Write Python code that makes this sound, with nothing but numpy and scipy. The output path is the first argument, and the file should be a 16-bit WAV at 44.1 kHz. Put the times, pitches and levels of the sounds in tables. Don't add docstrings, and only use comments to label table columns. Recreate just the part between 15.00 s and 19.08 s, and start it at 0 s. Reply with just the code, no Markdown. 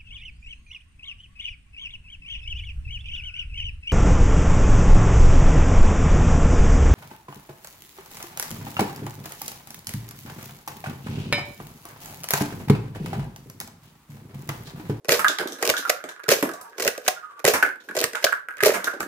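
import sys
import numpy as np
from scipy import signal
from scipy.fft import rfft, irfft, next_fast_len
from scipy.io import wavfile
from scipy.ndimage import uniform_filter1d

SR = 44100
rng = np.random.default_rng(int(sys.argv[2]) if len(sys.argv) > 2 else 0)


def attenuation_scalar(level_db):
    decades = np.asarray(level_db, float) / 20
    return 10 ** decades


def to_wav(s):
    ch = np.atleast_2d(s).T
    pcm = np.round(np.clip(ch, -1, 1) * 32767)
    wavfile.write(sys.argv[1], SR, pcm.astype(np.int16))


N = 179751

# start in seconds, crack in dB.
TRIGGER = [
    (0.046, -32),
    (0.054, -36),
    (1.2354, -34.5),
    (1.2392, -30),
    (2.393, -33),
    (2.399, -34),
    (3.569, -34),
    (3.582, -33),
]
# slam in seconds, slam crack in dB, rebound lag in seconds, rebound crack in dB.
SHOTS = [
    (0.092, -2.5, 0.027, -4.5),
    (1.2896, -1, 0.025, -3.5),
    (2.451, 0, .0256, -4),
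    (3.6346, 0, 0.024, -5.5),
]
# seconds after the slam, crack in dB re slam,
# shell boom in dB re crack, catch ring in dB re crack, blow length in ms.
SLAM = [
    (-.0085, -16, 5, -8, 10.3),
    (0, -0.5, -8.5, -10, 3.1),
    (.011, -16, 0, 3.5, 13),
]
# seconds after the rebound, then columns as in SLAM.
REBOUND = [
    (0, -1, -9.5, -5, 7),
    (.006, -3.5, -4.5, -9.5, 9),
    (.017, -11, -7, -3, 19),
]
# shell boom in dB re crack, catch ring in dB re crack, blow length in ms.
TEETH = [
    (0, -4.5, 12.4),
    (-1.5, -4, 6.3),
    (-4, -3.5, 8.5),
    (-13.5, -10, 9.7),
    (-5.5, -13, 1.2),
    (-18.5, -20, 0.77),
    (-12.5, -0.5, 4.9),
    (-13, -5.5, 5.25),
]
# start in seconds, crack in dB.
PULLS = [
    [(.6155, -32.5), (.6252, -10), (.6305, -20.5), (.65, -12), (.6662, -6), (.6758, 0), (.6912, -8.5),
     (.6985, -1.5)],
    [(1.78, -26.5), (1.797, -15.5), (1.8025, -18), (1.8215, -11.5), (1.8395, -15.5), (1.8495, -6),
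     (1.8665, -16), (1.8765, -3)],
    [(2.9505, -23.5), (2.966, -14), (2.9712, -17), (2.9875, -13), (3.0038, -5.5), (3.0138, 0),
     (3.0315, -20), (3.0395, -3)],
]
# start in seconds, crack in dB,
# shell boom in dB re crack, catch ring in dB re crack, blow length in ms.
KNOCKS = [
    (1.9775, -22, 2, -10, 4.8),
    (3.132, -25.5, -1, 2, 5.2),
    (3.6918, -22, 14, 3, 3),
]
# frequency in Hz, level in dB per Hz.
CRACK = [(1470, -23.5), (2500, -5.5), (3400, -10), (5230, -7), (6860, -9), (8730, -15.5), (14500, -10.5),
         (16000, -24.5)]
# centre in Hz, width in Hz, level in dB.
SHELL = [(195, 75, -18.5), (357, 150, -4.5), (453.4, 69, 2), (503.5, 39, 3), (618, 277, -7.5),
         (1092, 17, -6)]
# centre in Hz, width in Hz, level in dB.
CATCH = [(1160, 70, -11.5), (1550, 164, -7.5), (1933, 77, -6), (2270, 450, -12.5)]
# seconds after it, rumble in dB, scrape in dB.
SHAKE = [
    (0, -38, -35.5),
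    (0.021, -31, -24),
    (0.03, -23.5, -25),
    (.1, -31.5, -38),
    (.13, -66, -40),
]
# seconds after the stop, rumble in dB, scrape in dB.
STRAIN = [
    (-.2, -56, -58),
    (-.12, -54.5, -71),
    (-.085, -37, -46.5),
    (.009, -21.5, -32),
    (0.018, -28.5, -33),
]
# seconds after it snaps home, rumble in dB, scrape in dB.
GLIDE = [
    (-.12, -55, -57),
    (-.05, -53, -57),
    (-.009, -38, -39),
]

# seconds after the slam, grip thump in dB,
# shell ring in dB, catch clack in dB.
STROKES = [
    (-.007, -26.5, -19, -44),
    (0, -28, -18.5, -10),
]
# seconds after the rebound, then levels as in STROKES.
RECOIL = [
    (.0012, -50.5, -8.5, -18.5),
    (.0085, -64, -19.5, -19.5),
    (.021, -55, -23.5, -30),
]
# start in seconds, grip thump in dB, shell ring in dB, catch clack in dB.
LOOSE = [(.1405, -40, -38, -42), (2.496, -53, -20, -45), (3.6695, -49, -7, -37), (3.6922, -49, -11.5, -21),
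         (3.7042, -52, -24, -16), (3.718, -53, -18, -36), (.6245, -40, -31, -42), (.634, -50, -38, -23),
         (.644, -48, -20.5, -44), (.6775, -43, -21, -40), (.6915, -30.5, -15, -40), (.699, -45, -15.5, -34),
         (.7085, -39, -28, -45), (1.3175, -45, -15.5, -31), (2.4775, -42.5, -15.5, -25),
         (.1195, -45, -9, -25), (.163, -50, -21, -47), (3.6615, -42, -12, -22), (3.665, -44, -15.5, -30),
         (2.548, -48, -25, -26), (3.606, -60, -54, -16), (3.614, -60, -60, -24), (3.5775, -60, -50, -39),
         (3.591, -65, -61, -29), (3.252, -46, -18, -38.5), (1.8535, -44, -19, -24), (1.866, -35, -19, -27),
         (1.878, -42, -33.5, -22.5), (2.9722, -45, -18, -43), (3.017, -50, -17.5, -36),
         (3.025, -49, -25, -22.5), (3.0405, -32.5, -22, -15.5)]
# start in seconds, level in dB.
STOPS = [
    (.8975, -14.5),
    (2.0792, -18.5),
    (3.2412, -11.5),
]
# start in seconds, level in dB.
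TABLE_KNOCKS = [(0.29, -32), (0.423, -41), (0.457, -22.5), (0.51, -34.5), (.793, -30.5), (1.4276, -17),
                (1.4342, -10), (1.446, -20), (1.46, -25.5), (1.484, -24.5), (2.881, -44), (2.8979, -31),
                (2.92, -34), (3.1335, -35), (3.938, -31), (3.965, -36), (3.999, -30.5), (4.011, -30),
                (4.062, -29)]
# centre in Hz, width in Hz, level in dB.
GRIP = [(70, 130, 2), (184, 79, 7.5)]
# centre in Hz, width in Hz, level in dB.
CHAMBER = [(421, 81, -0.5), (521, 112, 2), (607, 106, 2.5)]
# centre in Hz, width in Hz, level in dB.
CLACK = [(1250, 72, -1.5), (1870, 320, 0), (2125, 57, 1.5), (2520, 220, -9)]
# centre in Hz, width in Hz, level in dB.
RAIL_PAIR = [(560.5, 72, 0), (727, 47, -3.5)]
# centre in Hz, width in Hz, level in dB.
TOP = [(196, 78, -9), (340, 130, 2)]

# start in seconds, slap peak in dB,
# panel thud in dB re slap, cup ring in dB re slap, blow length in ms.
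DARTS = [(0.1925, -16.5, -13, 2.5, 14.3), (0.2011, -33, -9, 5, 26), (1.4263, -12, -2, -1, 6.7),
         (1.434, -25, 3.5, -14, 4.1), (1.5358, -28, -7.5, -34, 9.2), (1.6117, -28, -14, -12, 9.9),
         (2.536, -11.5, -11, 1.5, 13.2), (2.5442, -15, -20, -3, 13), (2.5534, -30, -15, 15, 17),
         (2.5649, -39, -16, 7, 9.4), (3.7388, -20, -8, 2, 32), (3.749, -24, 2, 5, 6.7),
         (3.7664, -36.5, -20, -2, 9.7), (4.0041, -19.5, -37, -0.5, 6.7)]
# frequency in Hz, level in dB per Hz.
SLAP = [(1500, -0.5), (2500, -31), (4000, 0.5), (7000, 1.5), (12000, 4), (16000, -0.5)]
# centre in Hz, width in Hz, level in dB.
PANEL = [(183.5, 9.1, -3), (310, 35, -8.5), (393, 100, -2.5), (460, 450, -2.5), (754, 120, -3)]
# centre in Hz, width in Hz, level in dB.
CUP_WALL = [(740, 1140, -12), (1400, 244, 0.5), (1580, 560, -5), (2295, 900, -8.5)]

# time in seconds, level in dB.
ROLLING = [(0.235, -55), (0.262, -20), (0.3, -42), (0.67, -35.5), (0.8, -55), (0.95, -42.5), (1.45, -37.5),
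           (1.62, -44.5), (1.83, -45), (1.97, -37), (2.2, -52), (2.42, -53), (2.6, -71), (2.73, -63),
           (3.27, -86), (3.55, -44), (3.78, -27), (4.08, -44)]
# centre in Hz, width in Hz, level in dB.
RATTLE = [(1250, 65, 5), (1430, 69, 8.5), (1570, 290, 9), (1770, 960, -17.5)]
# start in seconds,
# peak in dB, cavity pitch in Hz, last pitch in Hz, turn in seconds.
SPINS = [
    (1.554, -36.5, 1157, 884, 0.05),
    (2.176, -33.5, 1418, 1133, 0.0686),
]

# start in seconds, peak in dB, cavity pitch in Hz.
CUPS = [(0.2454, 0.5, 1560), (0.245, -4, 1230), (0.2566, -20, 1220), (0.2537, -4.5, 1623),
        (0.264, -10, 1560), (0.273, -13, 1400), (0.7391, -9.5, 1475), (0.765, -16, 1570),
        (0.774, -16, 1580), (0.78, -34, 1570), (0.791, -23, 1490), (0.806, -36, 1550), (0.826, -20, 1455),
        (0.852, -12.5, 1400), (0.862, -20, 1340), (0.8717, -20, 1330), (0.9279, -19.5, 1350),
        (1.0047, -27.5, 1450), (1.0869, -26, 1550), (1.0922, -26, 1660), (1.114, -26.5, 1570),
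        (0.964, -26, 1400), (1.2015, -29, 1430), (1.1955, -25.5, 1427), (1.2622, -27, 1430),
        (2.8873, -21.5, 1580), (3.149, -11.5, 1607), (3.1613, -15, 1470), (3.225, -32, 1600),
        (3.351, -20, 1530), (3.363, -21, 1480), (3.2669, -6, 1570), (3.272, -18, 1580), (3.289, -19, 1550),
        (3.3244, -7.5, 1560), (3.328, -7.5, 1453), (3.4861, -15, 1480), (3.508, -22, 1560),
        (3.525, -30, 1580), (3.538, -29, 1510), (3.552, -40, 1560), (3.587, -30, 1700),
        (3.6044, -12.5, 1650), (3.611, -36, 1506), (3.8023, -20.5, 1560), (3.8602, -29, 1580),
        (3.8805, -17, 1550), (3.898, -28, 1550), (3.911, -20, 1480), (3.918, -25, 1540),
        (4.0097, -20.5, 1530)]
# start in seconds, peak in dB, cavity pitch in Hz.
FLAT = [(0.2962, -15.5, 1570), (0.39, -22, 1600), (0.3974, -17.5, 1580), (0.404, -16, 1620),
        (0.4104, -16.5, 1570), (0.425, -32, 1490), (0.432, -27, 1460), (0.8776, -28, 1270),
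        (1.491, -19, 1610), (1.494, -21.5, 1250), (1.515, -24.5, 1580), (2.6624, -17, 1550),
        (2.7575, -34, 1490), (4.0298, -19, 1680)]
# start in seconds, peak in dB, cavity pitch in Hz.
HEAP = [(2.5386, -23, 1380), (2.626, -0.5, 1517), (2.6284, -9, 1410), (2.6301, -6, 1610),
        (2.633, -5.5, 1493), (2.645, -21, 1550), (2.651, -15, 2100), (2.69, -17.5, 1580),
        (2.9108, -20.5, 1590), (3.8715, -10, 1550), (3.8758, -9, 1484)]
# rim tick in dB re pop, table thud in dB re pop.
CONTACT = [
    (-23.5, -28),
    (-14, 2),
    (-20, -8.5),
]
# start in seconds, tick peak in dB, thud in dB re tick,
# cup ring in dB re tick, blow length in ms.
LANDINGS = [(0.2811, -6, -47, -9, 5.8), (0.385, -12.5, -11, 2, 3.55), (0.4235, -42, 23, 6, 9.9),
            (0.455, -49, 23, -1.5, 2.5), (0.473, -20, -1.5, -31, 3.7), (.483, -25.5, -0.5, -20, 4.8),
            (0.5214, -18.5, -4, -24, 2.5), (.528, -25, -9, -25, 5.8), (.585, -32, 0, 0, 6.2),
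            (0.7655, -17.5, -27, -16.5, 6), (0.7745, -17.5, -20, -10.5, 18), (1.0396, -24, 4, 5, 2.26),
            (1.0882, -26.5, -14, 1, 8.8), (2.8, -45.5, -4, 4, 17), (2.822, -53, -12.5, -5, 8),
            (2.8875, -33.5, -5, 9, 8), (3.1529, -19.5, -34, 9, 4.6), (3.6055, -24.5, -17, -6, 7.5),
            (3.8418, -13, -5, -8, 5.8), (3.8495, -28, -6.5, -19, 4.5), (3.934, -40, 14.5, -4, 12),
            (3.9985, -33, 9.5, -8, 9.5)]
# centre in Hz, width in Hz, level in dB.
TICK = [(3250, 600, 0), (3950, 600, 0), (5200, 1200, -6), (6600, 1600, -7), (10000, 3000, -13),
        (13200, 3000, -14)]
# centre in Hz, width in Hz, level in dB.
TABLE = [(181, 16, -8.5), (321, 162, -2.5), (361, 56, 3.5), (556, 300, -8)]

# start in seconds, touch in dB, first blow in dB, second blow in dB,
# catch ring in dB.
RETURNS = [
    (.899, -55, -9, -3.5, -1),
    (2.083, -36, -3.5, -7.5, -4),
    (3.246, -35, -5, -5.5, -5),
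]
# seconds after the last, rail in dB re crack, catch ring in dB re crack, blow length in ms.
HOME = [
    (-.021, -3, 13, 15),
    (-.0045, -5.5, -2, 9.2),
    (0, -19, -2, 5.5),
]
# centre in Hz, width in Hz, level in dB.
RAIL = [(381, 108, -7.5), (612, 98, -6), (740, 27, -1.5), (1065, 100, -12)]

# frequency in Hz, decay by 60 dB in seconds.
ROOM = [(150, 0.16), (500, 0.24), (1500, 0.3), (4000, 0.26), (12000, 0.22)]
# frequency in Hz, level in dB per Hz.
HUM = [(15, -30), (55, 0), (161, -9), (427, 16), (863, -1), (2910, -13.5), (12500, -15.5), (16000, -56.5)]
# frequency in Hz, left over right in dB.
PORTS = [(60, -11), (110, 2.5), (380, -2), (700, -4.5), (2380, -2.5), (4400, -0.5), (8120, -2), (15000, 3)]
# frequency in Hz, left-right likeness from 0 to 1.
ALIKE = [(60, 0.98), (250, 1), (600, 0.98), (1500, 0.44), (15000, 0.022)]


def unit(x):
    return x / np.sqrt(np.mean(x ** 2) + 1e-20)


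def along(points, hz):
    f, v = np.transpose(points)
    return np.interp(np.log(hz + 1), np.log(f + 1), v)


def curves(rows):
    s, *cols = np.transpose(rows)
    return [np.interp(np.arange(N) / SR, s, c, left=-120, right=-120) for c in cols]


def after(s, rows, db=0):
    return [(s + lag, db + level, *rest) for lag, level, *rest in rows]


def filtered(x, response):
    m = next_fast_len(N + SR // 4)
    return irfft(rfft(x, m) * response(np.fft.rfftfreq(m, 1 / SR)), m)[..., :N]


def colour(points):
    return lambda hz: unit(attenuation_scalar(along(points, hz)))


def resonances(modes):
    def response(f):
        h = 0
        for k, (centre, width, db) in enumerate(modes):
            damping = 1j * f * width
            h = h + (-1) ** k * attenuation_scalar(db) * damping / (centre * centre - f * f + damping)
        h = h * 1j * f / (1j * f + modes[0][0])
        return h / np.sqrt(np.mean(abs(h) ** 2))
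    return response


def stereo(x, spread, lag_s):
    def blend(hz):
        turn = np.arccos(np.clip(along(ALIKE, hz), 0, 1) ** spread) / 2
        return np.array([np.cos(turn), np.sin(turn)])
    mid, side = filtered(x, blend)
    delay_s = lag_s / 2 * np.array([[1], [-1]])
    return filtered(np.array([mid + side, mid - side]), lambda hz: np.exp(-2j * np.pi * hz * delay_s))


def grit(size, rough_db):
    steps = rng.standard_normal(size[-1] // 16 + 1).repeat(16)[:size[-1]]
    return unit(rng.standard_normal(size) * attenuation_scalar(rough_db * steps))


def blows(rows, parts, rise):
    t = np.arange(SR // 16) / SR
    force = np.zeros((len(parts), 2, N + len(t)))
    for s, db, low_db, mid_db, ms in rows:
        u = t * 1000 / max(ms, 1)
        shape = (1 - np.exp(-u / rise)) * np.exp(-(1.5 * u) ** 1.5)
        noise = grit((len(parts), 2, len(t)), rough_db=2.5)
        pole = 0.8 * np.exp(2j * np.pi * rng.uniform(3500, 12000) / SR)
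        noise[0] = unit(noise[0] + 0.5 * signal.lfilter([1], [1, -pole], noise[0]).real)
        gain = attenuation_scalar(db + np.array([0, low_db, mid_db]))[:, None, None]
        start = round(s * SR)
        force[..., start:start + len(t)] += gain * shape * noise
    return sum(attenuation_scalar(db) * filtered(f[:, :N], response) for f, (response, db) in zip(force, parts))


def blaster():
    boom_db, ring_db, blow_ms = -2.5, 1.5, 3.7
    contacts = KNOCKS + [(s, db, boom_db, ring_db, blow_ms) for s, db in TRIGGER]
    for pull in PULLS:
        contacts += [(*hit, *tooth) for hit, tooth in zip(pull, TEETH)]
    for s, db, lag, rebound_db in SHOTS:
        contacts += after(s, SLAM, db) + after(s + lag, REBOUND, rebound_db)
    parts = [(colour(CRACK), -6), (resonances(SHELL), -3), (resonances(CATCH), -4)]
    return stereo(blows(contacts, parts, rise=0.15), spread=1.0, lag_s=-0.000095)


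def stroke_response(modes, push_ms):
    def response(hz):
        h = resonances(modes)(hz) / (1 + 2j * np.pi * hz * push_ms / 1000) ** 2
        return h / np.sqrt(np.mean(abs(h) ** 2))
    return response


def strokes():
    rows = list(LOOSE)
    for s, db, lag, rebound_db in SHOTS:
        rows += after(s, STROKES) + after(s + lag, RECOIL)
    s, grip, chamber, clack = np.transpose(rows)
    parts = [(s, grip, GRIP, 0.4), (s, chamber, CHAMBER, 0.2), (s, clack, CLACK, 0.04),
             (*np.transpose(STOPS), RAIL_PAIR, 0.1), (*np.transpose(TABLE_KNOCKS), TOP, 0.3)]
    sound = np.zeros(N)
    for s, db, modes, push_ms in parts:
        pushes = np.bincount(np.round(s * SR).astype(int), attenuation_scalar(db + 17.5), N)
        sound += filtered(pushes, stroke_response(modes, push_ms))
    return stereo(np.array([sound, 0.16 * np.roll(sound, 60)]), spread=0.72, lag_s=-0.00011)


def scraping():
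    rub = grit((2, N), rough_db=3.5)
    rub = rub * attenuation_scalar(2.5 * rng.standard_normal(N // 128 + 1).repeat(128)[:N])
    moves = [after(s, SHAKE) for s, *_ in SHOTS]
    moves += [after(pull[-1][0], STRAIN) for pull in PULLS]
    moves += [after(s, GLIDE) for s, *_ in RETURNS]
    rumble_gain, scrape_gain = uniform_filter1d(sum(attenuation_scalar(curves(rows)) for rows in moves), size=400)
    rumble = attenuation_scalar(-5.0) * rumble_gain * unit(filtered(rub, resonances(SHELL)))
    scrape = attenuation_scalar(1.5) * scrape_gain * unit(filtered(rub, colour(CRACK)))
    return stereo(rumble + scrape, spread=1.0, lag_s=-0.000095)


def hands():
    t = np.arange(N) / SR
    jolts = [(s, -50) for s, *_ in SHOTS]
    jolts += [(pull[1][0], -60) for pull in PULLS]
    jolts += [(s, -64) for s, *_ in RETURNS]
    fade_db_s = 79.5
    gain = sum((t > s) * attenuation_scalar(db - fade_db_s * abs(t - s)) for s, db in jolts)
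    arms = resonances([(70.5, 13, 0.0), (155.6, 114, -0.5)])
    return uniform_filter1d(gain, size=400) * unit(filtered(rng.standard_normal((2, N)), arms))


def darts():
    parts = [(colour(SLAP), -9), (resonances(PANEL), -1.5), (resonances(CUP_WALL), -6)]
    return stereo(blows(DARTS, parts, rise=0.016), spread=1.0, lag_s=0.00015)


def spin_swells():
    turn_loss_db, swell_share, sink = 1.65, 0.29, 0.4
    swells = []
    for (s, db, hz, last_hz, turn_s), life_s in zip(SPINS, (0.13, 0.22)):
        for k in range(int(life_s / turn_s) + 1):
            sunk_hz = last_hz + (hz - last_hz) * sink ** k
            for mode_db, pitch in ((0, sunk_hz), (-5, hz)):
                swells.append((s + k * turn_s, db - k * turn_loss_db + mode_db, pitch, swell_share * turn_s))
    return swells


def rolling():
    taps_per_s = 150
    taps = (rng.random(N) < taps_per_s / SR) * attenuation_scalar(2.5 * rng.exponential(1, N)) * rng.standard_normal((2, N))
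    rattle = filtered(taps, lambda hz: resonances(RATTLE)(hz) / (1 + 1j * hz / 3000))
    power = abs(uniform_filter1d(np.mean(rattle ** 2, 0), SR // 8))
    rattle *= attenuation_scalar(curves(ROLLING)[0] - 13.5) / np.sqrt(power + 1e-9)
    t = np.arange(N) / SR
    rub = rng.standard_normal((2, N))
    for s, db, hz, width_s in spin_swells():
        at = slice(round((s - 0.1) * SR), round((s + 0.1) * SR))
        pole = np.exp((2j * np.pi * hz - np.pi * 110) / SR)
        breath = 0.4 * unit(signal.lfilter([1], [1, -pole], rub[:, at]).real)
        tone = np.sin(2 * np.pi * (hz * t[at] + rng.random((2, 1))))
        rattle[:, at] += attenuation_scalar(db - 7.5) * np.exp(-((t[at] - s) / width_s) ** 2) * (breath + tone)
    return stereo(rattle, spread=0.29, lag_s=0.00011)


def cup_pop(hz, t, detune):
    def tone(ratio):
        return np.sin(2 * np.pi * hz * ratio * t)
    pop = tone(1) + 0.026 * tone(1.334 + 0.026 * detune) * attenuation_scalar(-60 * t / 0.014)
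    pop = pop + 0.031 * tone(1.1) + 0.033 * tone(1.63) * attenuation_scalar(-60 * t / 0.033)
    pop = pop * (1 - np.exp(-t / 0.0003)) * attenuation_scalar(-60 * t / 0.02)
    rocking = unit(signal.lfilter(np.hanning(120), 1, rng.standard_normal(len(t))))
    return pop * (1 + 0.35 * rocking * np.minimum(t / 0.004, 1))


def cups():
    t = np.arange(SR // 16) / SR
    pops, ticks, thuds, walls = np.zeros((4, 2, N + len(t)))
    bounces = [(*row, *way) for rows, way in zip((CUPS, FLAT, HEAP), CONTACT) for row in rows]
    for s, db, hz, tick_db, thud_db in bounces:
        detune, distance, side = rng.standard_normal(3)
        pop = cup_pop(hz, t, detune)
        echo_s = 0.003926 + 0.00176 * abs(distance)
        echo = np.pad(pop, (round(SR * echo_s), 0))[:len(t)]
        at = slice(round(s * SR), round(s * SR) + len(t))
        pops[:, at] += attenuation_scalar(db) * np.array([pop + 0.62 * echo, 0.97 * np.tanh(side) * echo])
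        ticks[:, at] += attenuation_scalar(db + tick_db - 60 * t / 0.015) * rng.standard_normal((2, len(t)))
        thuds[:, at] += attenuation_scalar(db + thud_db - 13.0 - 60 * t / 0.038) * rng.standard_normal((2, len(t)))
        walls[:, at] += attenuation_scalar(db - 16 - 60 * t / 0.012) * grit((2, len(t)), rough_db=5)
    sound = filtered(pops[:, :N], lambda hz: (1j * hz / (1j * hz + 500)) ** 2)
    sound += filtered(ticks[:, :N], colour(SLAP))
    sound += filtered(thuds[:, :N], resonances(TABLE))
    sound += filtered(walls[:, :N], resonances(CUP_WALL))
    return stereo(sound, spread=3.5, lag_s=0.00009)


def landings():
    parts = [(resonances(TICK), -4), (resonances(TABLE), -4), (resonances(CUP_WALL), -5)]
    return stereo(blows(LANDINGS, parts, rise=0.28), spread=1.0, lag_s=0.00015)


def slide_return():
    contacts = []
    for s, *levels, ring_db in RETURNS:
        for db, (lag, rail_db, catch_db, ms) in zip(levels, HOME):
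            contacts.append((s + lag, db, rail_db, catch_db + ring_db, ms))
    parts = [(colour(CRACK), -6), (resonances(RAIL), -3), (resonances(CATCH), -4)]
    return stereo(blows(contacts, parts, rise=0.09), spread=1.0, lag_s=-0.000063)


def room(x, gap_s):
    out, mono = np.zeros((2, N)), x.mean(0)
    low = filtered(mono, lambda hz: 1 / (1 + (hz / 2400) ** 8))
    hz, t, z = signal.stft(rng.standard_normal((5, 2, SR // 2)), SR, nperseg=256)
    decay = attenuation_scalar(-60 * t / along(ROOM, hz)[:, None])
    tails = signal.istft(z * decay, SR, nperseg=256)[1][..., :SR // 2]
    tails *= 1 - np.exp(-np.arange(SR // 2) / SR / gap_s)
    tails /= np.sqrt(np.sum(tails ** 2, -1, keepdims=True))

    def share(k, step):
        active = 1.0 * (np.arange(N) // step % len(tails) == k)
        return np.sqrt(abs(uniform_filter1d(active, size=step // 3)))

    for k, tail in enumerate(tails):
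        sent = low * share(k, SR // 40) + (mono - low) * share(k, SR // 800)
        out += signal.fftconvolve(sent[None], tail, axes=1)[:, :N]
    return stereo(out, spread=32.0, lag_s=0)


def scene():
    near = blaster() + strokes() + scraping()
    far = darts() + landings()
    roll, pops, stop = rolling(), cups(), slide_return()
    wet = attenuation_scalar(-5) * near + attenuation_scalar(-7) * stop + attenuation_scalar(2.5) * far + attenuation_scalar(-2.0) * pops + attenuation_scalar(3.5) * roll
    hum = attenuation_scalar(-65.5) * filtered(rng.standard_normal((2, N)), colour(HUM))
    under = stereo(hum + hands(), spread=1.3, lag_s=0)
    return near + stop + far + pops + roll + room(wet, gap_s=0.0019) + under


def low_pass(x):
    return signal.sosfilt(signal.butter(12, 17000, fs=SR, output="sos"), x)


def record(dry):
    def shaping(hz):
        ports = attenuation_scalar(along(PORTS, hz) * np.array([[0.5], [-0.5]]))
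        treble = attenuation_scalar(np.interp(hz, [15500, 15900, 16700, 17000], [0, -18, -20, -70]))
        bass = (1j * hz / (1j * hz + 25)) ** 2
        return ports * treble * bass
    x = filtered(dry, shaping)
    x = x / (1 + abs(x) ** 6) ** (1 / 6)
    return low_pass(x)


dry = scene()
out = record(dry)
to_wav(out)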